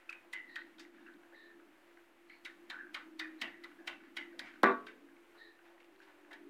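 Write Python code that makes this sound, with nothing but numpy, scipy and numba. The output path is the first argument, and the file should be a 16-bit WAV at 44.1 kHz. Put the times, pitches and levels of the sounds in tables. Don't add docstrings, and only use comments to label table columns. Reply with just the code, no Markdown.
import sys
import numpy as np
from scipy import signal
from scipy.fft import rfft, irfft
from scipy.io import wavfile
from scipy.ndimage import uniform_filter1d
from numba import njit

SR = 44100
rng = np.random.default_rng(int(sys.argv[2]) if len(sys.argv) > 2 else 0)


def generate_wav(signal):
    frames = np.transpose(np.atleast_2d(signal))
    scaled = np.clip(frames, -1, 1) * 32767
    pcm = np.round(scaled).astype(np.int16)
    wavfile.write(sys.argv[1], SR, pcm)


def volts_from_decibels(level):
    exponent = np.asarray(level, float) / 20
    return 10 ** exponent


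N = 286209
T = np.arange(N) / SR

# (time [s], peak level [dB], ring [Hz], upper ring [Hz], treble [dB])
TAP_HITS = [(0.3346, -31.5, 1930, 2660, -14.5), (0.5607, -36, 1800, 2830, -4.5),
            (0.786, -50, 1490, 3420, -7), (0.7994, -43, 1960, 4480, -6), (2.4531, -38, 2150, 3750, -6),
            (2.7031, -34, 1690, 3600, -6), (2.9473, -29, 2140, 3180, -9.5), (3.1976, -30, 2030, 3750, -6),
            (3.4186, -27.5, 1960, 2940, -5.5), (3.6422, -43, 1980, 3800, -6),
            (3.8774, -26, 2106, 3280, -11.5), (4.171, -28.5, 1993, 3420, -11.5),
            (4.3956, -38, 1800, 4500, 0), (4.87, -37.5, 1580, 2750, -12.5),
            (6.3146, -42.5, 1680, 3450, -39), (6.3339, -41, 1780, 2800, -10)]
# (frequency [Hz], level [dB per Hz])
CRACK_COLOUR = [(300, -24.5), (900, 0.5), (2000, -4), (3500, 3.5), (4500, -4.5), (5500, -8.5),
                (8000, -20.5), (15000, -45)]
# (frequency [Hz], width [Hz], level [dB])
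PESTLE_RINGS = [(1500, 150, -4.5), (1710, 84, -5), (1990, 90, -3), (2244, 53, -4), (2800, 140, -6),
                (3640, 170, -5)]
# (level against the tap [dB], frequency [Hz], width [Hz], die-away [s])
TAP_TRAILS = [(-20, 1920, 1180, 0.29), (-33, 4500, 4500, 0.11)]
# (time [s], peak level [dB], pitch
# [Hz])
CATCHES_AND_ECHOES = [(0.0938, -45, 1410), (0.0944, -31, 2550), (0.1037, -51, 2570), (0.107, -50, 1380),
                       (0.1293, -39, 2460), (0.1313, -49.5, 1570), (0.3361, -33, 1990), (0.3461, -39, 2020),
                       (0.3551, -40, 2070), (0.3638, -38, 2026), (0.3754, -42, 1990), (0.3858, -40, 2010),
                       (0.3924, -42, 1960), (0.4003, -45, 2000), (0.4126, -47, 2010), (0.4245, -48, 1980),
                       (0.4364, -54, 2010), (0.4992, -45, 1920), (0.564, -31.5, 1865), (0.571, -40, 1890),
                       (0.5818, -44, 1660), (0.591, -46, 1850), (2.4641, -41, 1990), (2.713, -45, 1720),
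                       (2.7235, -46, 1600), (2.731, -47, 1640), (2.7441, -42, 1500), (2.7574, -46, 1570),
                       (2.7665, -44, 1470), (2.7902, -41, 1650), (2.7974, -43, 1660), (2.8113, -41.5, 1590),
                       (2.9611, -42, 1860), (2.9667, -45, 1610), (2.9756, -47, 1850), (3.2045, -39, 1850),
                       (3.2135, -39, 1820), (3.2247, -40, 1970), (3.2318, -43, 1960), (3.2461, -39.5, 1820),
                       (3.2566, -43, 1740), (3.4239, -31.5, 1940), (3.435, -45, 2600), (3.4399, -38, 1940),
                       (3.4445, -43, 2830), (3.4559, -42, 1910), (3.467, -44, 1880), (3.4745, -46, 2710),
                       (3.48, -43, 1850), (3.8894, -44, 2100), (3.8995, -41, 2160), (3.909, -47, 2060),
                       (3.9304, -45, 2020), (4.1842, -37, 2200), (4.1942, -40, 2035), (4.2009, -43, 2040),
                       (4.2119, -46, 2070), (4.2265, -42, 2040), (4.4069, -43, 1930), (4.4246, -47, 1990),
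                       (1.327, -58, 1500), (1.335, -53, 1700), (1.348, -52, 2000), (2.4535, -41, 2000),
                      (2.4545, -45, 2700), (2.459, -43, 2300), (2.4695, -43, 1500), (2.475, -47, 2000),
                      (2.483, -48, 2100), (2.5005, -49, 1800), (3.6385, -48, 1990), (3.645, -46, 1990),
                      (3.651, -45, 1990), (3.654, -49, 1400), (3.659, -53, 1100), (3.718, -55, 1500),
                      (3.792, -60, 1700), (3.801, -57, 1700), (3.809, -58, 1650), (1.088, -49, 1600),
                      (1.069, -54, 2700), (.564, -41, 1500), (.62, -47, 1950), (6.311, -50, 2000),
                      (6.321, -48, 1800), (4.33, -53, 1600), (2.87, -51, 1600), (2.895, -53, 1600),
                      (6.345, -51, 1750), (6.358, -51, 1850), (4.174, -40, 1500), (2.835, -47, 1600),
                      (4.56, -52, 1500), (4.395, -38, 1950), (4.399, -40, 1650), (4.416, -47, 2100),
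                      (4.445, -51, 2200), (4.494, -50, 1600)]
# (time [s], peak level [dB], pitch [Hz])
GRAIN_SNAPS = [(1.14, -58, 3800), (1.16, -58, 1800), (2.7095, -36, 3500), (3.1985, -36, 3600),
               (4.3938, -30, 3700), (4.3992, -37, 2000), (5.803, -52, 2600), (5.83, -56, 2800),
               (5.846, -56, 2600), (5.884, -58, 1600), (5.962, -63, 4000), (5.995, -61, 4300),
               (6.02, -55, 2600), (6.033, -61, 4500), (6.076, -61, 3500), (6.1, -63, 3800),
               (2.949, -36, 3200), (3.4185, -33, 3000), (4.038, -52, 1800), (1.235, -53, 1600),
               (4.871, -45, 3800), (.099, -46, 4500), (.329, -45, 3800), (6.33, -47, 3600)]
# (time [s], peak level [dB], pitch [Hz], treble [dB])
CRUMB_TICKS = [(0.0928, -35, 2580, -20), (0.128, -41, 2520, -20), (0.617, -42, 1970, -26),
               (0.8504, -45, 1940, -18), (0.948, -54, 1390, -43), (0.9838, -51, 1600, -27),
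               (1.066, -48, 1660, -28), (1.2338, -49.5, 1570, -26), (1.325, -52, 1580, -23),
               (1.5988, -48.5, 1510, -24), (1.974, -45.5, 1580, -28), (2.2984, -43, 1970, -30),
               (3.715, -49, 1380, -16), (4.0377, -50, 1640, -29), (4.3117, -52, 1960, -16),
               (4.539, -46, 1550, -28), (2.4625, -44, 2300, 2), (5.088, -53, 1600, -22),
               (5.1665, -52, 2190, -24), (5.591, -51, 1560, -24), (5.655, -53, 1440, -19),
               (5.781, -53, 1920, -16), (5.8038, -51, 1890, -22), (6.0032, -44.5, 1500, -12),
               (6.02, -58, 1520, -16), (6.249, -51, 1670, -22)]
# (time [s], level [dB], push length [ms])
BLOW_PUSHES = [(4.6332, -28, 0.55), (4.6352, -13.5, 1.27), (4.639, -17.5, 0.93), (4.6420, -15.5, 0.43),
               (4.650, -21.5, 0.67), (4.6595, -21.5, 0.53), (4.6655, -25.5, 0.4), (4.673, -27.5, 0.47),
               (4.6765, -27, 0.55), (4.689, -27, 0.8), (4.6955, -27.5, 0.47), (4.702, -28, 0.75),
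               (4.7055, -28, 1.4), (4.719, -35, 0.57), (4.726, -38, .5)]
# (time [s], level [dB], decay [ms])
FIRST_CONTACT = (4.6318, -26.5, 4.3)
# (frequency [Hz], level [dB per Hz])
PUSH_COLOUR = [(80, -38), (170, -22), (230, -6.5), (500, -4.5), (1100, 1.5), (1900, 6.5), (2600, -5),
               (3100, -15), (4000, -30), (4500, -23), (15000, -62)]
# (frequency [Hz], level [dB], die-away [s])
SLAB_RINGS = [(225.7, -26.5, 0.23), (254, -33, 0.39), (308, -36, 0.6), (389, -22.5, 0.4),
              (489.2, -30, 0.38), (572, -38, 0.29), (680, -33, 0.24), (791, -48, 0.25), (923, -34, 0.26),
              (1044, -35.5, 0.5), (1131, -29.5, 0.42), (1162, -30.5, 0.31), (1290, -38, 0.5),
              (1338, -36, .3), (1423, -33.5, 0.4), (1464, -33, 0.24), (1577, -33, 0.33), (1780, -38, 0.24),
              (1879, -36, .15), (2110, -41, 0.29), (2394, -42, 0.3), (2644, -48, 0.27)]
# (time [s], level [dB], die-away [s])
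FLOOR_THUMPS = [
    (3.2, -86, 0.55),
    (3.43, -75.5, 0.55),
    (3.88, -80.5, 0.43),
    (4.4, -78.5, 0.76),
    (4.639, -68, 0.72),
]
# (level above its thump [dB], frequency [Hz], width [Hz], die-away [s])
SLAB_GROANS = [(22.5, 700, 380, 0.31), (12, 246, 68, 0.43)]
# (time [s], level [dB], start pitch
# [Hz], width [Hz], die-away [s])
SKIDS_AND_SCRAPES = [(.097, -58, 2560, 90, .3), (0.091, -55, 1500, 900, 0.3), (.13, -54, 2570, 80, 0.25),
                     (.093, -55.5, 4970, 6000, 0.058), (.345, -51, 2030, 60, 0.95), (.57, -50, 1940, 120, 0.19),
                     (.565, -46.5, 1520, 149, 0.14), (.79, -58, 3700, 4000, 0.23), (1.06, -53, 1600, 250, 0.28),
                     (1.325, -60.5, 614, 230, 0.15), (2.3, -58, 2070, 500, 0.32), (2.703, -50.5, 1560, 340, 0.59),
                     (2.786, -49.5, 1650, 170, 0.24), (2.948, -48, 1250, 600, 0.3), (3.205, -52, 1960, 160, 0.34),
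                     (3.42, -48, 1940, 300, 0.56), (3.42, -48, 2800, 420, 0.29), (3.782, -65, 1690, 150, 0.65),
                     (4.173, -53, 2080, 342, 0.42), (4.175, -53, 2980, 150, 0.25), (4.41, -60, 2320, 130, 0.62),
                     (4.9, -66, 476, 71, 0.83), (6.015, -69, 3550, 2960, 0.23),
                     (.329, -47.5, 8000, 4800, 0.041), (.124, -56.5, 4600, 6000, .04),
                 (3.2, -47, 1480, 340, 0.25), (4.64, -49, 3460, 990, 0.26), (1, -64.5, 1050, 1100, 0.42),
                 (3.79, -65, 630, 240, 0.36), (4.33, -63.5, 560, 230, 0.54), (4.488, -62, 1600, 600, 0.13),
                 (4, -62, 1600, 710, 0.18), (5.8, -63, 2800, 2300, .08), (5.84, -66, 2800, 2500, .08),
                 (5.345, -65.5, 900, 770, 0.38), (5.655, -65, 1300, 1300, 0.3),
                 (6.07, -63.5, 910, 850, 0.65), (6.31, -63, 630, 200, 0.34), (.8, -61, 5200, 1500, .12),
                     (3.205, -53, 2480, 55, 0.33), (2.705, -56, 1000, 340, .25), (4.2, -55.5, 2060, 90, 0.4),
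                 (3.88, -50.5, 2760, 130, 0.28), (3.88, -56, 1100, 340, 0.22),
                 (2.452, -57, 3850, 150, 0.12), (2.453, -50, 1700, 1500, 0.2), (2.95, -55, 2050, 100, .3),
                 (2.95, -61, 3100, 80, 0.22), (3.412, -50.5, 248, 56, 0.22), (3.639, -55, 1300, 700, 0.14),
                 (.34, -57.5, 2900, 300, .3), (1.5, -60, 1620, 200, .1), (2.33, -60, 2250, 250, .15),
                 (6.1, -66, 584, 68, .3), (.1, -62, 1980, 580, .5), (.59, -61, 1540, 150, 0.18),
                 (3.25, -57, 1860, 200, 0.42), (4.875, -56, 2200, 900, 0.25), (4.95, -62, 300, 33, 0.8)]
# (time [s], level [dB])
HAND_PRESSURE = [(0.0, -71), (0.14, -62.5), (0.4, -78), (0.49, -69), (0.78, -64), (1.43, -67),
                 (2.06, -73.5), (2.33, -65), (2.75, -64), (2.89, -64.5), (3.0, -74), (3.25, -68),
                 (3.38, -69), (4.6, -67), (4.72, -60), (4.93, -69), (5.15, -72), (6.49, -65)]
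# (frequency [Hz], width [Hz], level [dB])
PASTE_BANDS = [(1800, 900, 0.5), (720, 640, -5)]
# (time [s], length [s], pitch [Hz], level [dB], upper band level [dB])
PALM_SQUEAKS = [
    (0.476, 0.21, 1860, -63, -68),
    (1.335, 0.2, 1790, -59, -69),
    (2.28, 0.15, 1970, -76, -72),
    (3.382, 0.091, 1850, -59.5, -64),
    (4.689, 0.048, 1800, -52, -60),
    (5.368, 0.19, 1810, -60, -66),
]
# (time [s], rumble level [dB])
PUMP_LOAD = [(0.0, -83), (.45, -73), (.75, -69), (1.17, -65.5), (1.28, -80.5), (1.62, -71.5), (1.95, -81.5),
             (2.3, -80), (2.8, -68), (3.3, -69), (3.5, -69.5), (3.76, -69), (4.4, -66), (5.01, -68.5),
             (5.22, -78), (5.6, -83), (6.2, -81), (6.49, -67)]
# (frequency [Hz], width [Hz], level [dB])
PUMP_PEAKS = [(297, 52, 4.5), (195.7, 11, -9.5)]
# (time [s], pitch [Hz], level [dB])
PUMP_TONES = [
    [(3.0, 321.7, -65), (3.15, 319, -52), (3.35, 317, -48), (3.42, 314.6, -59), (3.53, 307, -60),
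     (3.58, 303, -78)],
    [(5.85, 309, -72), (6.1, 300, -69), (6.35, 295.6, -62), (6.49, 291, -56)],
    [(5.85, 381, -72), (6.1, 386.7, -69.5), (6.35, 384, -71), (6.49, 400, -57)],
    [(1.25, 423, -81), (1.55, 422, -69), (1.8, 416, -84)],
    [(4.75, 424, -56.5), (5.0, 425, -70), (5.15, 424, -82)],
    [(3.775, 330, -66), (3.793, 330, -53), (3.801, 330, -60), (3.808, 335, -51), (3.825, 335, -68)],
    [(5.2, 432, -84), (5.45, 430, -71), (5.62, 428, -84)],
    [(2.74, 360, -76), (2.83, 358, -62), (2.92, 356, -76)],
]
# (frequency [Hz], level [dB per Hz])
HISS_COLOUR = [(12, -19), (28, 4), (55, -6.5), (150, -20), (230, -5.5), (400, 1), (1200, -2), (1700, -1.5),
               (2850, -6.5), (3260, -11), (5280, -20), (14300, -22.5), (15500, -27)]
# (frequency [Hz], die-away [s])
ROOM_DECAY = [(150, 0.36), (400, 0.27), (1000, 0.27), (2000, 0.12), (4000, 0.064), (8000, 0.086),
              (13000, 0.38)]


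def taps(ring_t60=0.024, upper_width_hz=550):
    out, t = np.zeros(N), T[:2 ** 13]
    ring_lag = int(0.00149 * SR)
    top_lag = int(0.005 * SR)
    for s, db, hz, upper_hz, treble_db in TAP_HITS:
        push = grit(t, rise_ms=3.9, decay_ms=3.6)
        crack = colour(push + volts_from_decibels(-11) * grit(t, rise_ms=2.5, decay_ms=10.0), CRACK_COLOUR)
        body = stone(band(crack, 1290, 1600), plain_db=-11.5)
        ring = peak(band(push, hz, 3 / ring_t60)) + volts_from_decibels(-4.5) * peak(body)
        top = np.roll(peak(band(crack, 10600, 6000)), top_lag)
        upper_ring = peak(band(push, upper_hz, upper_width_hz))
        treble = peak(band(crack, 4480, 2500)) + volts_from_decibels(-13.5) * top + volts_from_decibels(4.0) * upper_ring
        thud = peak(band(band(push, 770, 640), 770, 640))
        tap = np.roll(ring, ring_lag) + volts_from_decibels(treble_db + 3.0) * treble + volts_from_decibels(-19) * thud
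        add(out, s - .0055, volts_from_decibels(db - 7) * tap)
    return out


def grit(t, rise_ms, decay_ms):
    swell = (1 - np.exp(-t * 1000 / rise_ms)) ** 2
    return rng.standard_normal(len(t)) * swell * np.exp(-t * 1000 / decay_ms)


def stone(x, plain_db=-9):
    return volts_from_decibels(plain_db) * x + sum(volts_from_decibels(db) * band(x, hz, width) for hz, width, db in PESTLE_RINGS)


def approach(swell_ms=6, below_db=-28):
    out, t = np.zeros(N), T[:2 ** 11]
    for s, db, *_ in TAP_HITS:
        squeeze = level(band(slips(len(t), grain_db=3), 2000, 1500), db + below_db)
        add(out, s - .003 - t[-1], squeeze * np.exp((t - t[-1]) * 1000 / swell_ms))
    return out


def short_pulses(pulse_rows, rise_ms=1.5, decay_ms=2.21):
    out, t = np.zeros(N), T[:2 ** 10]
    shape = peak((1 - np.exp(-t * 1000 / rise_ms)) ** 2 * np.exp(-t * 1000 / decay_ms))
    for s, db, hz in pulse_rows:
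        add(out, s - np.argmax(shape) / SR, volts_from_decibels(db - 0.9) * shape * np.sin(2 * np.pi * hz * t))
    return out


def ticks(width_hz=350):
    out, t = np.zeros(N), T[:2 ** 11]
    for s, db, hz, treble_db in CRUMB_TICKS:
        push = grit(t, rise_ms=0.36, decay_ms=2.4)
        ring = peak(band(band(push, hz, width_hz), hz, 3 * width_hz))
        snap = ring + volts_from_decibels(treble_db - 4) * peak(band(push, 4500, 3000))
        add(out, s - .0015, volts_from_decibels(db - 4.0) * snap)
    return out


def blow():
    pushes, tick, t = np.zeros(N), np.zeros(N), T[:2 ** 10]
    for s, db, push_ms in BLOW_PUSHES:
        add(pushes, s - .002, -volts_from_decibels(db) * np.exp(-((t - .002) * 4000 / push_ms) ** 2))
    boom = sum(volts_from_decibels(db) * peak(band(pushes, hz, 2.9 / t60)) for hz, db, t60 in SLAB_RINGS)
    s, db, decay_ms = FIRST_CONTACT
    add(tick, s, volts_from_decibels(db) * rng.standard_normal(len(t)) * np.exp(-t * 1000 / decay_ms))
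    tick_colour = [(2500, -2), (3500, 8.5), (5000, -4.0), (8000, -12.0), (15000, -19.5)]
    return volts_from_decibels(7.5) * colour(pushes, PUSH_COLOUR) + boom, colour(tick, tick_colour)


def thumps(hz=108, width_hz=35):
    out, t = np.zeros(N), T[:SR // 2]
    for s, db, t60 in FLOOR_THUMPS:
        boom = level(band(band(rng.standard_normal(len(t)), hz, width_hz), hz, width_hz), db)
        add(out, s, boom * (1 - np.exp(-t / 0.014)) * volts_from_decibels(-60 * t / t60))
    return out


def skids(sag_per_s=0.28, sag_s=0.3):
    out, t = np.zeros(N), T[:2 ** 14]
    trails = [(tap[0] - .003, tap[1] + db, *rest) for tap in TAP_HITS for db, *rest in TAP_TRAILS]
    groans = [(s - .006, thump_db + db, *rest)
              for s, thump_db, _ in FLOOR_THUMPS[:-1] for db, *rest in SLAB_GROANS]
    for s, db, hz, width_hz, t60 in trails + groans + SKIDS_AND_SCRAPES:
        centre = hz * (1 - sag_per_s * np.minimum(t, sag_s))
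        hollow = band(band(slips(len(t), grain_db=3.5), centre, width_hz), centre, 2.2 * width_hz)
        if width_hz > 350:
            hollow = stone(hollow)
        add(out, s, level(hollow, db) * (1 - np.exp(-t / 0.0019)) ** 2 * volts_from_decibels(-60 * t / t60))
    return out


def slips(count, grain_db):
    return rng.standard_normal(count) * volts_from_decibels(grain_db * np.minimum(rng.exponential(size=count), 5))


def drag(patchy_db=3):
    out, (pressure_db,) = 0, read(HAND_PRESSURE)
    for hz, width_hz, db in PASTE_BANDS:
        grains = slips(N, grain_db=2.5) * volts_from_decibels(patchy_db * walk(30) + 3.55 * walk(9))
        squelch = level(band(band(grains, hz, width_hz), hz, 1.74 * width_hz), -5.5)
        out = out + volts_from_decibels(pressure_db + db) * squelch
    return out


def squeaks(width_hz=65, upper_width_hz=420, upper_ratio=2.166):
    out = np.zeros(N)
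    for s, length, hz, db, upper_db in PALM_SQUEAKS:
        upper_hz = upper_ratio * hz
        t = T[:int(2 * length * SR)]
        arch = hz + 30 * np.sin(np.pi * np.minimum(t / length, 1)) - 100 * t
        low = band(band(rng.standard_normal(len(t)), arch, width_hz), hz, 4 * width_hz)
        high = band(rng.standard_normal(len(t)), upper_hz, upper_width_hz)
        high = level(band(high, upper_hz, 1.5 * upper_width_hz), upper_db)
        both = level(low, db) + high * np.exp(-(.9 * t / length) ** 4)
        add(out, s, both * (1 - np.exp(-t / 0.018)) * np.exp(-(1.15 * t / length) ** 3))
    return out


def hum(drone_hz=337.7, drone_width_hz=28.4, steady_hz=342.1):
    rumble_db, = read(PUMP_LOAD)
    extra_load_db = rumble_db + 72.5
    drone_db = -66.5 + 0.51 * extra_load_db
    steady_db = -64 + 0.4 * extra_load_db
    wheeze = band(rng.standard_normal(N), drone_hz, drone_width_hz)
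    drone = level(band(wheeze, drone_hz, 3 * drone_width_hz), -1.4)
    rumble = signal.sosfilt(signal.butter(6, [190, 325], "band", fs=SR, output="sos"), rng.standard_normal(N))
    peaks = sum(volts_from_decibels(db) * band(rumble, hz, width) for hz, width, db in PUMP_PEAKS)
    rumble = volts_from_decibels(-12.5) * rumble + peaks
    steady = volts_from_decibels(steady_db + 2.0 * walk(5.97)) * np.sin(2 * np.pi * steady_hz * T + 0.4 * walk(5.0))
    bass = level(band(rumble + 0.41 * rng.standard_normal(N), 117, 21), -94.0)
    out = steady + volts_from_decibels(drone_db) * drone + volts_from_decibels(rumble_db) * level(rumble, 2.1) + bass
    for tone in PUMP_TONES:
        hz, db = read(tone)
        sounding = (T > tone[0][0]) & (T < tone[-1][0])
        out = out + sounding * volts_from_decibels(db + 2 * walk(20)) * np.sin(2 * np.pi * np.cumsum(hz) / SR)
    return out


def background_hiss():
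    return level(colour(rng.standard_normal(N), HISS_COLOUR), -68.5) * volts_from_decibels(0.57 * walk(9.6))


def room(x, build_ms):
    t = T[:SR]
    tail = sum(band(rng.standard_normal(SR), hz, hz) * volts_from_decibels(-60 * t / t60) / np.sqrt(hz)
               for hz, t60 in ROOM_DECAY)
    tail = tail * (1 - np.exp(-t / (build_ms / 1000)))
    return signal.fftconvolve(x, tail / np.sqrt(np.sum(tail ** 2)))[:N]


def floor_echo(x):
    return x - 0.52 * band(x, 429, 55)


def high_pass(x, order, hz):
    return signal.sosfilt(signal.butter(order, hz, "high", fs=SR, output="sos"), x)


def level(x, db):
    return x * volts_from_decibels(db) / np.sqrt(np.mean(x ** 2))


def peak(x):
    return x / np.max(np.abs(x))


def read(table):
    s, *columns = np.transpose(table)
    return [np.interp(T, s, c) for c in columns]


def colour(x, points):
    hz, db = np.transpose(points)
    size = 2 ** 11
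    log_hz = np.log(np.fft.rfftfreq(size, 1 / SR) + 1)
    log_gain = np.interp(log_hz, np.log(hz), db) * np.log(10) / 20
    cepstrum = irfft(log_gain)
    cepstrum[1:size // 2] *= 2
    cepstrum[size // 2 + 1:] = 0
    return signal.fftconvolve(x, irfft(np.exp(rfft(cepstrum))))[:len(x)]


@njit
def svf(x, hz, width):
    y, b, l = np.empty(len(x)), 0., 0.
    for i in range(len(x)):
        g, k = np.tan(np.pi * hz[i] / SR), width / hz[i]
        v = (b + g * (x[i] - l)) / (1 + g * (g + k))
        b, l, y[i] = 2 * v - b, l + 2 * g * v, k * v
    return y


def band(x, hz, width_hz):
    return svf(x, hz * np.ones(len(x)), float(width_hz))


def walk(rate):
    k = int(SR / rate)
    held = np.repeat(rng.standard_normal(N // k + 1), k)
    return 1.44 * uniform_filter1d(uniform_filter1d(held, k), k)[:N]


def add(out, s, x):
    i = int(s * SR)
    out[i:i + len(x)] += x[:len(out) - i]


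def scene():
    near = taps() + ticks()
    rub = skids() + squeaks() + drag() + approach()
    rub = rub + short_pulses(CATCHES_AND_ECHOES) + short_pulses(GRAIN_SNAPS, rise_ms=.25, decay_ms=.45)
    thud, tick = blow()
    wet = volts_from_decibels(-8.0) * room(near + tick, build_ms=7.8)
    wet = wet + volts_from_decibels(-14.5) * room(rub, build_ms=4.4)
    wet = wet + volts_from_decibels(-15) * room(high_pass(thud, 4, 240), build_ms=4.0)
    close = high_pass(floor_echo(near + rub + thud + tick + wet), 8, 178)
    return (close + thumps() + hum() + floor_echo(background_hiss()))[None]


def low_pass(x):
    return signal.sosfilt(signal.butter(12, 15920, fs=SR, output="sos"), x)


def record(dry, ceiling=.55, offset=-.0002):
    phone = high_pass(ceiling * np.tanh(dry / ceiling), 2, 62)
    return low_pass(phone + offset)


dry = scene()
out = record(dry)
generate_wav(out)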